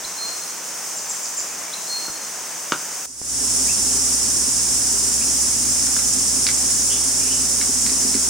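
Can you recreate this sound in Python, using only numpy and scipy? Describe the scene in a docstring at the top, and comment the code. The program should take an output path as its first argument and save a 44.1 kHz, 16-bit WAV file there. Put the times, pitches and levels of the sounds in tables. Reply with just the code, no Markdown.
"""Cicadas in the heat at a forest waterhole, countless tymbal clicks merging into a hiss, in two shots.
In the first the chorus is far off; a whistling bird and a thin high one sing nearer the microphone,
a warbler calls in the distance and wood is knocked twice. After a cut a much louder chorus fades in
with a low mains hum: twigs snap on the bank, a far bird rasps, and the handled camera rumbles and rings.
A few dull thuds fall close by. Birds, knocks and twigs echo off trunks and leaves."""
import sys
import numpy as np
from scipy import signal
from scipy.fft import rfft, irfft
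from scipy.io import wavfile

SR = 44100
rng = np.random.default_rng(int(sys.argv[2]) if len(sys.argv) > 2 else 0)


def master_out(mix):
    """Clip the mix to full scale and print it as 16-bit PCM to the path in sys.argv[1]."""
    frames = np.transpose(np.atleast_2d(mix))
    ceiling = np.clip(frames, -1, 1)
    pcm = np.round(ceiling * 32767).astype(np.int16)
    wavfile.write(sys.argv[1], SR, pcm)


N = 365588
TIME = np.arange(N) / SR
HZ = np.maximum(np.fft.rfftfreq(N, 1 / SR), 1)
CUT_S = 3.059

# arched note of both distant birds: the arguments of contour()
ARCHED_NOTE = dict(top=.55, start=.8, end=0.95, start_db=-2, end_db=-1.5, bend=1.304)


def from_db(db):
    return 10 ** (np.asarray(db) / 20)


def unit_rms(x):
    return x / np.sqrt(np.mean(x ** 2) + 1e-20)


def at_hz(points):
    """A table read on a log-frequency axis."""
    hz, value = np.transpose(points)
    return np.interp(np.log(HZ), np.log(hz), value)


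def drift(rate_hz):
    """A random wander with rms 1, mostly slower than rate_hz."""
    return unit_rms(irfft(rfft(rng.standard_normal(N)) / (1 + (HZ / rate_hz) ** 2), N))


def add(track, start_s, sound):
    start = max(round(start_s * SR), 0)
    track[start:start + len(sound)] += sound[:N - start]


def wash(spectrum, likeness):
    """Stereo noise from countless small sources, falling off beyond the ends of its spectrum."""
    mid, side = rfft(rng.standard_normal((2, N)))
    alike = np.clip(at_hz(likeness), -1, 1)
    rolloff = np.minimum(1, np.minimum(HZ / spectrum[0][0], spectrum[-1][0] / HZ)) ** 4
    pair = np.sqrt(1 + alike) * mid + np.sqrt(1 - alike) * side * [[1], [-1]]
    return irfft(pair * rolloff * from_db(at_hz(spectrum)), N) * np.sqrt(SR) / 2


def ring(force, modes, pitch_ratio=1):
    """A force sets each mode of a solid ringing; wider modes die sooner."""
    out = 0
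    for k, (hz, width_hz, db) in enumerate(modes):
        decay, angle = np.exp(-np.pi * width_hz / SR), 2 * np.pi * hz * pitch_ratio / SR
        feedback = [1, -2 * decay * np.cos(angle), decay * decay]
        out += (-1) ** k * from_db(db) * signal.lfilter([0, np.sin(angle)], feedback, force + 1e-18)
    return out


def forest(direct, wet_db, t60_s, side):
    """The direct sound plus echoes scattered by trunks and leaves."""
    t = TIME[:SR]
    mid, wide = rng.standard_normal((2, SR)) * from_db(-60 * t / t60_s) * (1 - np.exp(-t / 0.0022))
    echoes = mid + side * wide * [[1], [-1]]
    echoes /= np.sqrt(np.sum(echoes ** 2) / 2)
    return direct + from_db(wet_db) * signal.fftconvolve(direct[None], echoes, axes=1)[:, :N]


def cicadas(spectrum, likeness, swell_db, flutter_db, flutter_hz):
    """So many tymbal clicks overlap that they merge into a hiss, which swells and flutters a little."""
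    return wash(spectrum, likeness) * from_db(swell_db * drift(1.8) + flutter_db * drift(flutter_hz))


def forest_air(spectrum, likeness, waver_db, waver_hz):
    """The soft, broad rush of the place, wavering slightly in level."""
    return wash(spectrum, likeness) * from_db(waver_db * drift(waver_hz))


def far_ambience():
    """First shot: the chorus far from the microphone, over quiet forest air."""
    # spectra of the cicadas and the air: frequency_hz, density_db
    chorus_spectrum = [(3900, -95), (4700, -74.0), (5250, -68), (5700, -66.5), (6150, -63), (7000, -66.5),
                       (7900, -69), (8700, -67.5), (9600, -72.2), (10500, -76), (11500, -81.5),
                       (13000, -78.5), (15400, -75.7)]
    air_spectrum = [(25, -103.6), (70, -85), (110, -85.5), (170, -76), (400, -73), (950, -69.5),
                    (1500, -71.5), (2200, -74), (3000, -76.5), (3700, -79), (7000, -81)]
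    # likeness of left and right: frequency_hz, correlation
    likeness = [(1000, 0.85), (5000, 0.67), (7500, 0.55), (10000, .1), (15000, -.24)]
    chorus = cicadas(chorus_spectrum, likeness, swell_db=0.46, flutter_db=0.52, flutter_hz=11)
    return chorus + forest_air(air_spectrum, likeness, waver_db=0.45, waver_hz=3.8)


def contour(along, top, start, end, start_db, end_db, bend):
    """A note's pitch ratio and dB follow one effort, both relative to its peak at the fraction `top`."""
    rising = along < top
    distance = np.where(rising, (top - along) / top, (along - top) / (1 - top))
    slack = distance ** bend  # 1 makes a corner, 2 an arch
    return 1 + slack * (np.where(rising, start, end) - 1), slack * np.where(rising, start_db, end_db)


def bird(notes, shape, waver, waver_hz, flutter_db):
    """Each note is a near sine that follows the bird's shape; a fast, deep waver makes it raspy."""
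    out = np.zeros(N)
    unsteady = 1 + waver * drift(waver_hz)
    for start_s, length_s, hz, db in notes:
        ratio, shape_db = contour(np.linspace(0, 1, int(length_s * SR)), **shape)
        pitch = hz * ratio * unsteady[int(start_s * SR):][:len(ratio)]
        loudness = from_db(db + shape_db) * signal.windows.tukey(len(ratio), .1)
        add(out, start_s, loudness * np.sin(2 * np.pi * np.cumsum(pitch) / SR))
    return out * from_db(flutter_db * drift(60))


def whistling_bird():
    """A nearby bird gives an upslurred chip, then a nearly level whistle."""
    # notes: start_s, length_s, pitch_hz, level_db
    chip_notes = [(.034, .021, 4280, -29), (1.724, .023, 4270, -27)]
    whistle_notes = [(.165, 0.14, 4213, -25), (1.868, 0.15, 4245, -26), (2.005, 0.044, 4300, -32)]
    # their shapes: the arguments of contour()
    upslur = dict(top=.8, start=0.74, end=0.89, start_db=-12, end_db=-2, bend=.9)
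    held = dict(top=0.61, start=0.99, end=1.007, start_db=-18, end_db=-5, bend=2.95)
    chips = bird(chip_notes, upslur, waver=0.013, waver_hz=200, flutter_db=2.0)
    whistles = bird(whistle_notes, held, waver=0.0042, waver_hz=90, flutter_db=2.0)
    return forest(chips + whistles, wet_db=-3.0, t60_s=0.83, side=0.46)


def crack(crumble_s, muffle_hz, crumble=1.0):
    """One sharp break, then a short, bright burst of tearing fibres; soft material muffles it."""
    t = TIME[:SR // 5]
    fibres = rng.standard_normal(len(t)) * np.exp(-t / crumble_s)
    fibres = signal.sosfilt(signal.butter(1, 2000, "high", fs=SR, output="sos"), fibres)
    force = (t == 0) + crumble * fibres / np.linalg.norm(fibres)
    return signal.sosfilt(signal.butter(2, muffle_hz, fs=SR, output="sos"), force)


def thuds():
    """Soft, low contacts close to the microphone, with no ring."""
    # contacts: start_s, rms_db, muffle_hz
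    contacts = [(.05, -62, 100), (2.1, -56, 250), (3.216, -50, 600)]
    out = np.zeros(N)
    for start_s, db, hz in contacts:
        add(out, start_s, from_db(db) * unit_rms(crack(crumble_s=0.0067, muffle_hz=hz, crumble=0.88)))
    return out


def high_bird():
    """A nearby bird sings four thin notes, each hooking down in pitch."""
    # notes: start_s, length_s, pitch_hz, level_db
    notes = [(.957, 0.037, 7450, -25), (1.088, 0.03, 7650, -24), (1.221, 0.039, 7400, -26),
             (1.369, 0.032, 7380, -20)]
    # their shape: the arguments of contour()
    hook = dict(top=.4, start=.93, end=.6, start_db=-12, end_db=-4.5, bend=1.6)
    song = bird(notes, hook, waver=0.0086, waver_hz=120, flutter_db=1.5)
    return forest(song, wet_db=1.5, t60_s=0.66, side=0.53)


def warbler():
    """Faint arched notes from far off in the trees."""
    # notes: start_s, length_s, pitch_hz, level_db
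    notes = [(1.49, 0.053, 2600, -44), (1.595, 0.11, 2360, -43), (1.755, .05, 2750, -46),
             (3.68, 0.044, 2725, -35.5), (5.21, .03, 2800, -37.5)]
    song = bird(notes, ARCHED_NOTE, waver=0.0073, waver_hz=90, flutter_db=3.5)
    return forest(song, wet_db=-5, t60_s=.3, side=0.73)


def knocks(low_cut_hz):
    """Hollow blows on wood, with the deep bass filtered out by the first shot's low cut."""
    # blows: start_s, level_db, muffle_hz
    blows = [(2.081, -16.5, 1000), (2.721, -4.5, 9000)]
    # modes of the wood: pitch_hz, width_hz, level_db
    wood_modes = [(149, 16, -27.5), (350, 175, -4.5), (600, 260, -5), (1050, 390, -1.5), (1425, 127, -3),
                  (2950, 650, -5.5), (4320, 690, -5.5), (6300, 780, -7)]
    out = np.zeros(N)
    for start_s, db, hz in blows:
        add(out, start_s, from_db(db) * ring(crack(crumble_s=0.0028, muffle_hz=hz), wood_modes))
    out = signal.sosfilt(signal.butter(4, low_cut_hz, "high", fs=SR, output="sos"), out)
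    return forest(out, wet_db=-3.5, t60_s=0.16, side=0.23)


def near_ambience(right_db):
    """Second shot: the chorus close and loud, a little to the right, over forest air."""
    # spectra of the cicadas and the air: frequency_hz, density_db
    chorus_spectrum = [(3900, -81), (4500, -70), (4900, -62), (5350, -55), (5950, -55.5), (7250, -54),
                       (7900, -56), (8900, -55), (10250, -60.5), (11200, -72), (13000, -76), (14500, -72.2),
                       (15600, -73.9)]
    air_spectrum = [(20, -83), (45, -66.5), (90, -67), (160, -65), (550, -69), (1000, -70), (1500, -72),
                    (2200, -74), (3300, -74.5), (3900, -74.5), (7000, -81)]
    # likeness of left and right: frequency_hz, correlation
    likeness = [(50, 0.28), (130, 0.053), (300, 0.14), (700, 0.56), (5400, 0.54), (6400, 0.24),
                (7300, 0.32), (8400, .06), (15000, .02)]
    chorus = cicadas(chorus_spectrum, likeness, swell_db=0.19, flutter_db=0.5, flutter_hz=35)
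    pan = from_db([[-right_db / 2], [right_db / 2]])
    return chorus * pan + forest_air(air_spectrum, likeness, waver_db=0.24, waver_hz=8.1)


def mains_hum():
    """A steady electric hum: 60 Hz and two of its harmonics."""
    # partials: pitch_hz, level_db
    partials = [(60, -42.5), (120, -47.0), (300, -64)]
    return sum(from_db(db) * np.sqrt(2) * np.sin(2 * np.pi * (hz * TIME + rng.random()))
               for hz, db in partials)


def camera_handling(rumble_db, uneven_db):
    """The camera body rumbles under the hand and rings when bumped."""
    # modes of the body: pitch_hz, width_hz, level_db
    body_modes = [(208.3, 11.5, -8), (260.6, 20.3, 2.5), (403, 26, -4.5)]
    # bumps: start_s, level_db
    bumps = [(7.691, -28.5), (7.916, -28), (8.048, -23.5), (8.148, -21.5), (8.166, -26.0)]
    rubbing = rng.standard_normal(N) * from_db(uneven_db * drift(24))
    jolts = np.zeros(N)
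    for start_s, db in bumps:
        add(jolts, start_s, from_db([db]))
    return from_db(rumble_db) * unit_rms(ring(rubbing, body_modes)) + ring(jolts, body_modes)


def fade_in(depth_db, wait_s, rise_s, final_db):
    """Gain after the cut: a short wait at a low level, then an S-shaped rise."""
    risen = np.maximum(TIME - CUT_S - wait_s, 0) / rise_s
    return from_db(final_db) * (1 - (1 - from_db(depth_db)) * np.exp(-risen ** 2))


def twigs():
    """Dry twigs break on the bank; thicker ones ring lower."""
    # snaps: start_s, level_db, pitch_ratio, muffle_hz
    snaps = [(5.869, -15, 0.89, 2200), (5.965, -3.5, 0.8, 1400), (5.991, -8.5, 1, 1700),
             (6.467, -5.5, 0.95, 9000), (6.488, -5.5, 1.14, 3400), (7.613, -5, 1.06, 2700),
             (7.864, -12.5, 0.93, 4000), (7.895, -16, 1.06, 4200), (8.143, -14, 1.05, 4000)]
    # modes of a twig: pitch_hz, width_hz, level_db
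    twig_modes = [(1400, 450, -12.0), (1970, 360, -7.5), (2970, 780, -8), (3920, 870, -0.5), (5130, 770, 3)]
    out = np.zeros(N)
    for start_s, db, ratio, hz in snaps:
        add(out, start_s, from_db(db) * ring(crack(crumble_s=0.0039, muffle_hz=hz), twig_modes, ratio))
    return forest(out, wet_db=-2.5, t60_s=0.19, side=0.6)


def raspy_bird():
    """Three distant calls, roughened by a fast, deep waver in pitch."""
    # calls: start_s, length_s, pitch_hz, level_db
    notes = [(6.897, 0.055, 3330, -32.5), (7.2, 0.056, 2760, -39.5), (7.275, 0.061, 2980, -36)]
    calls = bird(notes, ARCHED_NOTE, waver=0.068, waver_hz=400, flutter_db=3.0)
    return forest(calls, wet_db=1.5, t60_s=0.48, side=0.55)


def scene():
    """Two shots of the waterhole, joined by a hard cut and a fade-in."""
    first = far_ambience()
    second = near_ambience(right_db=1.8) + mains_hum() + camera_handling(rumble_db=-39.0, uneven_db=1.0)
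    second *= fade_in(depth_db=-17.0, wait_s=0.073, rise_s=0.23, final_db=0.06)
    birds = whistling_bird() + high_bird() + warbler() + raspy_bird()
    return np.where(TIME < CUT_S, first, second) + birds + knocks(low_cut_hz=117) + twigs() + thuds()


def record(dry):
    """The treble is cut steeply above 15850 Hz."""
    return signal.sosfilt(signal.ellip(12, .1, 80, 15850, fs=SR, output="sos"), dry)


dry = scene()
out = record(dry)
master_out(out)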